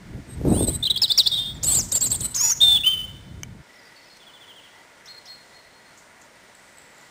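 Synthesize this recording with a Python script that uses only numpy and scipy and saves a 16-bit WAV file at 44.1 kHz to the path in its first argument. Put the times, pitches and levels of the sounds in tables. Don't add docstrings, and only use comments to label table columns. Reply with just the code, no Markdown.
import sys
import numpy as np
from scipy import signal
from scipy.fft import rfft, irfft, next_fast_len
from scipy.io import wavfile
from scipy.ndimage import uniform_filter1d

SR = 44100
rng = np.random.default_rng(int(sys.argv[2]) if len(sys.argv) > 2 else 0)


def unload_wav(signal):
    wavfile.write(
        sys.argv[1],
        SR,
        np.round(np.clip(np.atleast_2d(signal).T, -1, 1) * 32767).astype(np.int16),
    )


N = 313127
T = np.arange(N) / SR


def undb(db):
    return 10 ** (np.asarray(db) / 20)


def unit(x):
    return x / np.sqrt(np.mean(np.abs(x) ** 2))


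def walk(rate):
    hold = int(SR / rate)
    steps = np.repeat(rng.standard_normal(N // hold + 1), hold)
    smooth = uniform_filter1d(uniform_filter1d(steps, hold), hold)[:N]
    return smooth / smooth.std()


def coloured(shape, bumps=(), flicker_db=0., rate=8.):
    size = next_fast_len(N)
    hz = np.maximum(np.fft.rfftfreq(size, 1 / SR), 1)
    shape_hz, shape_db = np.transpose(shape)
    db = np.interp(np.log(hz), np.log(shape_hz), shape_db, left=-90)
    for centre_hz, width_hz, bump_db in bumps:
        db = db + bump_db * np.exp(-((hz - centre_hz) / (width_hz / 2)) ** 2)
    spectrum = rfft(rng.standard_normal(size)) * undb(db)
    if not flicker_db:
        return unit(irfft(spectrum, size)[:N])
    octave = np.clip(np.log2(hz / 30), 0, 9)
    total = np.zeros(N)
    for k in range(10):
        weight = np.maximum(1 - abs(octave - k), 0)
        total += irfft(spectrum * weight, size)[:N] * undb(flicker_db * walk(rate))
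    return unit(total)


def wind():
    # start_s, rumble_db
    gusts = [(0.0, -51), (0.07, -41.5), (0.19, -35), (0.24, -48.5), (0.48, -23.5), (0.7, -26),
             (0.87, -40.5), (0.9, -36), (1.12, -49.5), (1.88, -33), (1.9, -41.5), (2.22, -34),
             (2.33, -46.5), (2.49, -49.5), (2.66, -37.5), (2.86, -46), (3.39, -42.5), (3.62, -47)]
    # (relative, per Hz)
    rumble_shape = [(20, -18), (40, 1), (60, 3.5), (110, 5), (170, 0.5), (250, -11.5), (400, -47.5)]
    # (relative, per Hz)
    flutter_shape = [(120, -11), (200, 0.5), (320, -1), (500, -13), (700, -15.5), (1000, -28.5),
                     (1400, -38.5), (2500, -52.5)]
    # time_s, level_db
    flutter_level = [(0, -7), (.44, -6.5), (.455, 0.5), (.7, -0.5), (.712, -10), (3.62, -11.5)]
    # start_s, peak_db
    buffets = [(0.413, -23.5), (0.451, -15.5), (0.495, -15), (0.517, -13), (0.542, -16), (0.577, -26),
               (0.608, -11.5), (0.628, -16.5), (0.682, -16.5)]
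    gustiness_db, buffet_hz = 1.5, 244

    level_db = np.interp(T, *np.transpose(gusts), right=-120) + gustiness_db * walk(14)
    flutter_db = np.interp(T, *np.transpose(flutter_level)) + 3.2 * walk(70)
    flutter = undb(flutter_db) * coloured(flutter_shape)
    out = undb(level_db) * (coloured(rumble_shape, flicker_db=0.5, rate=20.0) + flutter)

    t = np.arange(SR // 10) / SR
    slowing_t = t + 0.0044 * (1 - np.exp(-t / 0.0022))
    envelope = (1 - np.exp(-t / 0.00093)) ** 2 * np.exp(-t / 0.0039)
    swing = np.sin(2 * np.pi * buffet_hz * slowing_t) * envelope
    swing = swing / abs(swing).max()
    for s, db in buffets:
        i = int(s * SR)
        out[i:i + len(t)] -= undb(db) * swing
    return out


def air():
    # (relative, per Hz)
    hiss_shape = [(12, -48.5), (25, -11), (68, -10.5), (154, -5.5), (388, -6), (600, -3), (949, -8),
                  (1530, -6.5), (2100, -4.5), (2600, -12), (4400, -14), (6500, -16.5), (9600, -17.5),
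                  (10300, -33.5), (16000, -50)]
    # centre_hz, width_hz, boost_db
    hums = [(935, 120, 6.5), (1433, 71, 5)]
    # time_s, level_db
    hiss_level = [(0, -51.5), (.4, -51.5), (3.0, -50.5), (3.55, -54.5), (3.75, -52), (7.1, -51)]
    # (relative, per Hz)
    waver_shape = [(1800, -49), (1900, -3.5), (1970, 3), (2050, -6), (2150, -39)]
    # time_s, level_db
    waver_level = [(3.55, -86), (3.7, -59.5), (4.8, -63), (7.1, -63.5)]

    hiss_db = np.interp(T, *np.transpose(hiss_level))
    hiss = undb(hiss_db) * coloured(hiss_shape, hums, flicker_db=1.0, rate=12.0)
    waver_db = np.interp(T, *np.transpose(waver_level), left=-120) + 4. * walk(18)
    return hiss + undb(waver_db) * coloured(waver_shape)


def bend(start, length, first_hz, turn, turn_hz, last_hz, first_db, turn_db, last_db, power):
    u = np.linspace(0, 1, 25)
    turn = np.clip(turn, .05, .95)
    before = u < turn
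    away = np.where(before, 1 - u / turn, (u - turn) / (1 - turn)) ** power
    hz = turn_hz + away * (np.where(before, first_hz, last_hz) - turn_hz)
    db = turn_db + away * (np.where(before, first_db, last_db) - turn_db)
    return np.transpose([start + length * u, hz, db])


def sweep(start, wait, top_hz, db):
    fall_hz_per_s, shelf_hz, sag_hz, bottom_hz = 80000, 3860, 198.7, 2939
    shelf_s, drop_s = .01, .01
    wait_end_db, shelf_end_db, bottom_db = -4, -5, -17.5

    fall = start + wait
    shelf = fall + (top_hz - shelf_hz) / fall_hz_per_s
    drop = shelf + shelf_s
    return [(start, top_hz, db),
            (fall, top_hz, db + wait_end_db),
            (shelf, shelf_hz, db),
            (drop, shelf_hz - sag_hz, db + shelf_end_db),
            (drop + drop_s, bottom_hz, db + bottom_db)]


def voices():
    # start_s, length_s, first_hz, turn (share of the length, held to 0.05-0.95),
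    # turn_hz, last_hz, first_db, turn_db, last_db, side
    bends = [ (0.271, 0.076, 8480, .6, 8280, 8230, -64, -45, -44, "upper"),
             (0.466, 0.053, 9230, .5, 9690, 9480, -56, -53.5, -47, "upper"),
             (0.479, 0.027, 8340, 0.4, 8280, 8040, -49, -43, -30.5, "lower"),
             (0.51, 0.061, 8410, 0.85, 8100, 8067, -37, -34.5, -39, "lower"),
             (0.523, .13, 9704, .8, 8450, 8520, -41.5, -26.5, -26.5, "upper"),
             (0.669, .029, 8253, .55, 8040, 8130, -33, -22.5, -24.5, "upper"),
             (0.703, .023, 9010, 0.51, 8700, 8500, -31.5, -37, -40, "upper"),
             (0.729, .034, 8310, .7, 8150, 8145, -36, -26.5, -27, "upper"),
             (0.853, 0.022, 3477, .7, 4100, 4208, -18.5, -20, -42, "upper"),
             (0.87, 0.012, 3486, 0.57, 3190, 2742, -22, -18.5, -35, "lower"),
             (0.899, 0.018, 3182, .33, 3962, 3220, -22.5, -13.5, -20.5, "upper"),
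             (1.316, 0.21, 3398, .4, 3217, 3412, -34.5, -35, -41.5, "lower"),
             (1.543, .03, 7890, .9, 7110, 7077, -48, -53.5, -47, "upper"),
             (1.665, .021, 8750, .5, 9230, 8916, -26, -35, -22, "upper"),
             (1.923, .042, 6495, 0.73, 7680, 6713, -33, -19, -24.5, "lower"),
             (2.229, 0.038, 7900, 0.53, 8010, 7995, -28, -23.5, -22.5, "lower"),
             (2.244, .03, 8976, 0.53, 9220, 9070, -30, -33, -42, "upper"),
             (2.347, 0.0054, 7026, 0.98, 8820, 8850, -20, -32, -33, "upper"), ]
    leaps = [ (1.634, .017, 7060, 0.59, 8390, 8390, -21, -22, -31, "upper"),
             (1.643, 0.12, 6627, 0.35, 7936, 6920, -29.5, -20.5, -25.5, "lower"),
             (1.922, .011, 7260, 0.48, 8400, 8350, -20, -21, -28, "upper"),
             (2.21, 0.021, 8050, 0.88, 9030, 9030, -21, -34, -39, "upper"),
             (2.349, .024, 6004, 0.37, 6865, 5420, -23.5, -23.5, -33, "lower"), ]
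    # start_s, length_s, rest_hz, top_hz, rest_db
    flicks = [(0.826, .018, 3540, 4218, -20), (0.959, 0.02, 3256, 4890, -19),
              (1.099, .024, 3492, 4975, -13), (1.259, 0.018, 3455, 5064, -16)]
    # start_s, wait_s, top_hz, level_db
    sweeps = [(1.018, .01, 5180, -15), (1.177, .001, 5679, -12.5)]
    # time_s, pitch_hz, level_db
    long_notes = [
        [(1.316, 3710, -21.5), (1.345, 3644, -17), (1.355, 3970, -27), (1.385, 3492, -25), (1.4, 3673, -21.5),
         (1.43, 3590, -34.5), (1.522, 3667, -36.5)],
        [(1.697, 8816, -27), (1.706, 9030, -25), (1.74, 8480, -22.5), (1.775, 7463, -18.5), (1.79, 7096, -19.5),
         (1.802, 6210, -24.5), (1.816, 4720, -31)],
        [(1.951, 8680, -30), (1.958, 8690, -27.5), (1.972, 7276, -21), (1.983, 7120, -24.5)],
        [(2.005, 4785, -34), (2.012, 7563, -19.5), (2.025, 7580, -20), (2.04, 8156, -19.5), (2.05, 8060, -24),
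         (2.075, 6660, -23)],
        [(2.101, 4500, -46), (2.107, 7314, -22.5), (2.118, 7670, -16), (2.142, 8860, -25.5), (2.152, 8500, -23),
         (2.163, 7180, -26)],
        [(2.36, 8670, -30), (2.367, 6910, -26), (2.382, 6100, -27), (2.41, 6675, -22), (2.45, 6925, -20),
         (2.5, 6890, -18), (2.52, 6386, -18.5), (2.535, 5560, -30.5)],
        [(2.604, 3317, -27), (2.615, 3684, -13), (2.65, 3585, -15.5), (2.74, 3538, -14.5), (2.77, 3375, -16),
         (2.785, 2654, -38)],
        [(2.836, 2670, -26), (2.85, 2961, -23.5), (2.87, 3097, -15), (2.91, 3100, -23.5), (2.95, 3042, -27),
         (3.02, 3002, -27.5), (3.06, 3110, -45), (3.095, 2950, -42)],
    ]
    bend_power, flick_power = 1.7, 2.6
    scoop_s, scoop_hz, scoop_db = .007, 2875, -20
    flick_turn, flick_dip_hz, flick_in_db, flick_out_db = .42, 89.7, -11, 0.5
    shadow_from_s, shadow_to_s, shadow_hz, shadow_db = 2.372, 2.513, 1132, -7

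    notes = {"upper": [*long_notes, *(sweep(*row) for row in sweeps)], "lower": []}
    for *row, side in bends:
        notes[side].append(bend(*row, bend_power))
    for *row, side in leaps:
        note = bend(*row, bend_power)
        scoop = note[0] + (-scoop_s, -scoop_hz, scoop_db)
        notes[side].append(np.vstack([scoop, note]))
    for s, length, rest_hz, top_hz, db in flicks:
        notes["lower"].append(bend(s, length, rest_hz + flick_dip_hz, flick_turn, rest_hz, top_hz,
                                   db + flick_in_db, db, db + flick_out_db, flick_power))

    s, hz, db = np.transpose(np.concatenate(long_notes))
    t = np.arange(shadow_from_s, shadow_to_s, 1 / 500)
    shadow = [t, np.interp(t, s, hz) - shadow_hz, np.interp(t, s, db) + shadow_db]
    notes["lower"].append(np.transpose(shadow))
    return notes["upper"], notes["lower"]


def whistle(notes, fade_s, shake_hz, shake_db, breath_db):
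    hz, gain = np.zeros(N), np.zeros(N)
    for note in notes:
        s, f, db = np.transpose(note)
        on = (T > s[0] - fade_s / 2) & (T < s[-1] + fade_s / 2)
        edge = np.clip(np.minimum(T[on] - s[0], s[-1] - T[on]) / fade_s + .5, 0, 1)
        fade = np.sin(np.pi / 2 * edge) ** 2
        hz[on] = np.interp(T[on], s, f)
        gain[on] = np.sqrt(2) * undb(np.interp(T[on], s, db)) * fade
    hz = uniform_filter1d(hz, size=60) + shake_hz * walk(300)
    breath_gain = undb(breath_db + 8.7 * np.log2(np.maximum(hz, 2000) / 4000))
    breath = 1 + breath_gain * (walk(1500) + 1j * walk(1500))
    tremble = undb(shake_db * walk(60) + 1.1 * walk(250))
    return gain * breath * tremble * np.exp(2j * np.pi * np.cumsum(hz) / SR)


def trees(x, gap_s, rise_s, t60, db):
    t = np.arange(2 * SR) / SR
    rise = 1 - np.exp(-np.maximum(t - gap_s, 0) / rise_s)
    tail = rng.standard_normal(2 * SR) * rise * undb(-60 * t / t60)
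    tail = tail / np.sqrt(np.sum(tail ** 2))
    return undb(db) * signal.fftconvolve(x, tail)[:N]


def robin():
    # (relative, per Hz)
    hiss_shape = [(300, -29.5), (1000, -6.5), (3000, 6), (6000, 4.5), (10000, -1), (15500, -4.5)]
    # delay_s, level_db
    branch_echoes = [(.0021, -17), (.0042, -14), (.0072, -14), (.0095, -20), (.013, -21)]

    upper, lower = (whistle(voice, fade_s=.004, shake_hz=20.27, shake_db=1.3, breath_db=-22.5)
                    for voice in voices())
    power = abs(upper) ** 2 + abs(lower) ** 2 + 1e-9
    side_tones = (upper * upper * lower.conj() + lower * lower * upper.conj()) / power
    octave = (upper * upper + lower * lower) / np.sqrt(power)
    song = (upper + lower + undb(-13.5) * side_tones + undb(-33.0) * octave).real
    hiss = undb(-31.5) * np.sqrt(power) * coloured(hiss_shape)

    branches = sum(undb(db) * np.roll(song, int(s * SR)) for s, db in branch_echoes)
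    copse = trees(song + hiss, gap_s=0.027, rise_s=0.0067, t60=0.49, db=-15.0)
    copse = copse * undb(2.1 * walk(90))
    far_trees = trees(song, gap_s=0.038, rise_s=0.043, t60=1.16, db=-28.5)
    return song + hiss + branches + copse + far_trees


def snap():
    # frequency_hz, level_db (relative), t60_s
    modes = [(2300, -6, 0.03), (3030, -2, 0.015), (6230, 6, 0.0085), (8000, -17, 0.015)]
    start_s, peak_db = 3.4333, -15.5

    t = np.maximum(T - start_s, 0)
    ring = sum(undb(db - 60 * t / t60) * np.sin(2 * np.pi * hz * t) for hz, db, t60 in modes)
    return undb(peak_db) * ring / abs(ring).max()


def twitter(table, rate, spread_hz, fall_hz):
    s, hz, db = np.transpose(table)
    beat = np.cumsum(rate * undb(4.0 * walk(21))) / SR
    pitch_chance, level_chance = rng.standard_normal((N // 100, 2))[beat.astype(int)].T
    sweep_hz = np.interp(T, s, hz) + spread_hz * pitch_chance + fall_hz * (.5 - beat % 1)
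    pulses = np.sin(np.pi * beat) ** 4 * undb(3.5 * level_chance)
    chirps = np.sin(2 * np.pi * np.cumsum(sweep_hz) / SR) * pulses
    return unit(chirps) * undb(np.interp(T, s, db, left=-120, right=-120))


def far_birds():
    # time_s, centre_hz, level_db
    mid_twitter = [(3.62, 5110, -71), (3.75, 5250, -60), (3.9, 5220, -66), (4.12, 5200, -61),
                   (4.2, 5250, -76)]
    # time_s, centre_hz, level_db
    high_twitter = [(6.55, 7750, -63), (6.66, 7900, -67), (6.78, 7750, -54.5), (6.87, 7630, -64),
                    (7.0, 7470, -60), (7.09, 7500, -69)]
    # start_s, length_s, pitch_hz, level_db
    far_steps = [(3.855, .03, 4790, -56), (3.96, 0.092, 4440, -55), (4.1, .08, 4290, -52.5)]
    # time_s, pitch_hz, level_db
    low_calls = [
        [(3.93, 2990, -63), (3.99, 2600, -66)],
        [(4.06, 2550, -60), (4.09, 2660, -62), (4.12, 2450, -64)],
    ]
    # start_s, top_hz, level_db
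    far_falls = [(4.2, 3540, -54), (4.265, 3440, -49.5), (4.335, 3490, -49.5), (4.405, 3490, -49),
                 (4.479, 3410, -48), (4.56, 3290, -48), (4.635, 3280, -51.5)]
    # start_s, length_s, level_db
    pond_calls = [(5.066, .125, -39.5), (5.262, 0.14, -42.5)]
    # delay_s, level_db
    shores = [(.25, -17), (.46, -19), (.56, -23)]
    step_fade_db = -9
    fall_s, fall_hz, fall_power, fall_db = .044, 620, 1.9, -2
    call_from_hz, call_hz, call_sag_hz, call_rise_s, call_in_db, call_out_db = 2800, 4275, 48.7, .021, -16, -12

    steps = [[(s, hz, db), (s + length, hz, db + step_fade_db)] for s, length, hz, db in far_steps]
    u = np.linspace(0, 1, 9)
    falls = [np.transpose([s + fall_s * u, hz - fall_hz * u ** fall_power, db + fall_db * u])
             for s, hz, db in far_falls]
    rises = [[(s, call_from_hz, db + call_in_db),
              (s + call_rise_s, call_hz, db),
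              (s + length, call_hz - call_sag_hz, db + call_out_db)] for s, length, db in pond_calls]

    twitters = twitter(high_twitter, rate=62., spread_hz=350., fall_hz=1410.0)
    twitters = twitters + twitter(mid_twitter, rate=75., spread_hz=300., fall_hz=900.)
    songs = whistle(steps + falls, fade_s=0.0066, shake_hz=27.9, shake_db=1.1, breath_db=-11.5).real
    low = whistle(low_calls, fade_s=.02, shake_hz=26.0, shake_db=3.0, breath_db=-14).real
    calls = whistle(rises, fade_s=.012, shake_hz=21.3, shake_db=1.4, breath_db=-13.5).real

    shore_echoes = sum(undb(db) * np.pad(calls, (int(s * SR), 0))[:N] for s, db in shores)
    song = songs + low + twitters + calls + shore_echoes
    blur = trees(song, gap_s=.005, rise_s=.01, t60=.18, db=-7)
    wood = trees(song, gap_s=.05, rise_s=0.033, t60=2.07, db=-11.5) * undb(2.9 * walk(12))
    return song + blur + wood


def clicks():
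    # start_s, peak_db, low_edge_hz, high_edge_hz, t60_s
    bursts = [(4.169, -41, 1800, 7000, .03), (5.057, -39, 5200, 6300, 0.14),
              (5.255, -39.5, 4800, 5700, 0.14), (5.975, -40.5, 6300, 7800, 0.17),
              (6.214, -42, 6300, 7700, 0.17)]

    out = np.zeros(N)
    t = np.arange(SR // 5) / SR
    for s, db, lo_hz, hi_hz, t60 in bursts:
        noise = rng.standard_normal(len(t)) * undb(-60 * t / t60)
        band = signal.butter(2, [lo_hz, hi_hz], "band", fs=SR, output="sos")
        burst = signal.sosfilt(band, noise)
        i = int(s * SR)
        out[i:i + len(t)] += undb(db) * burst / abs(burst).max()
    return out


def scene():
    return (wind() + air() + robin() + snap() + far_birds() + clicks())[None]


def record(dry):
    up, down = 320, 441
    top_hz = 15480
    slow = signal.resample_poly(dry, up, down, axis=1)
    index = (np.arange(N) * up + down // 2) // down
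    held = slow[:, index % slow.shape[1]]
    low_pass = signal.ellip(10, .2, 80, top_hz, fs=SR, output="sos")
    return signal.sosfilt(low_pass, held)


dry = scene()
out = record(dry)
unload_wav(out)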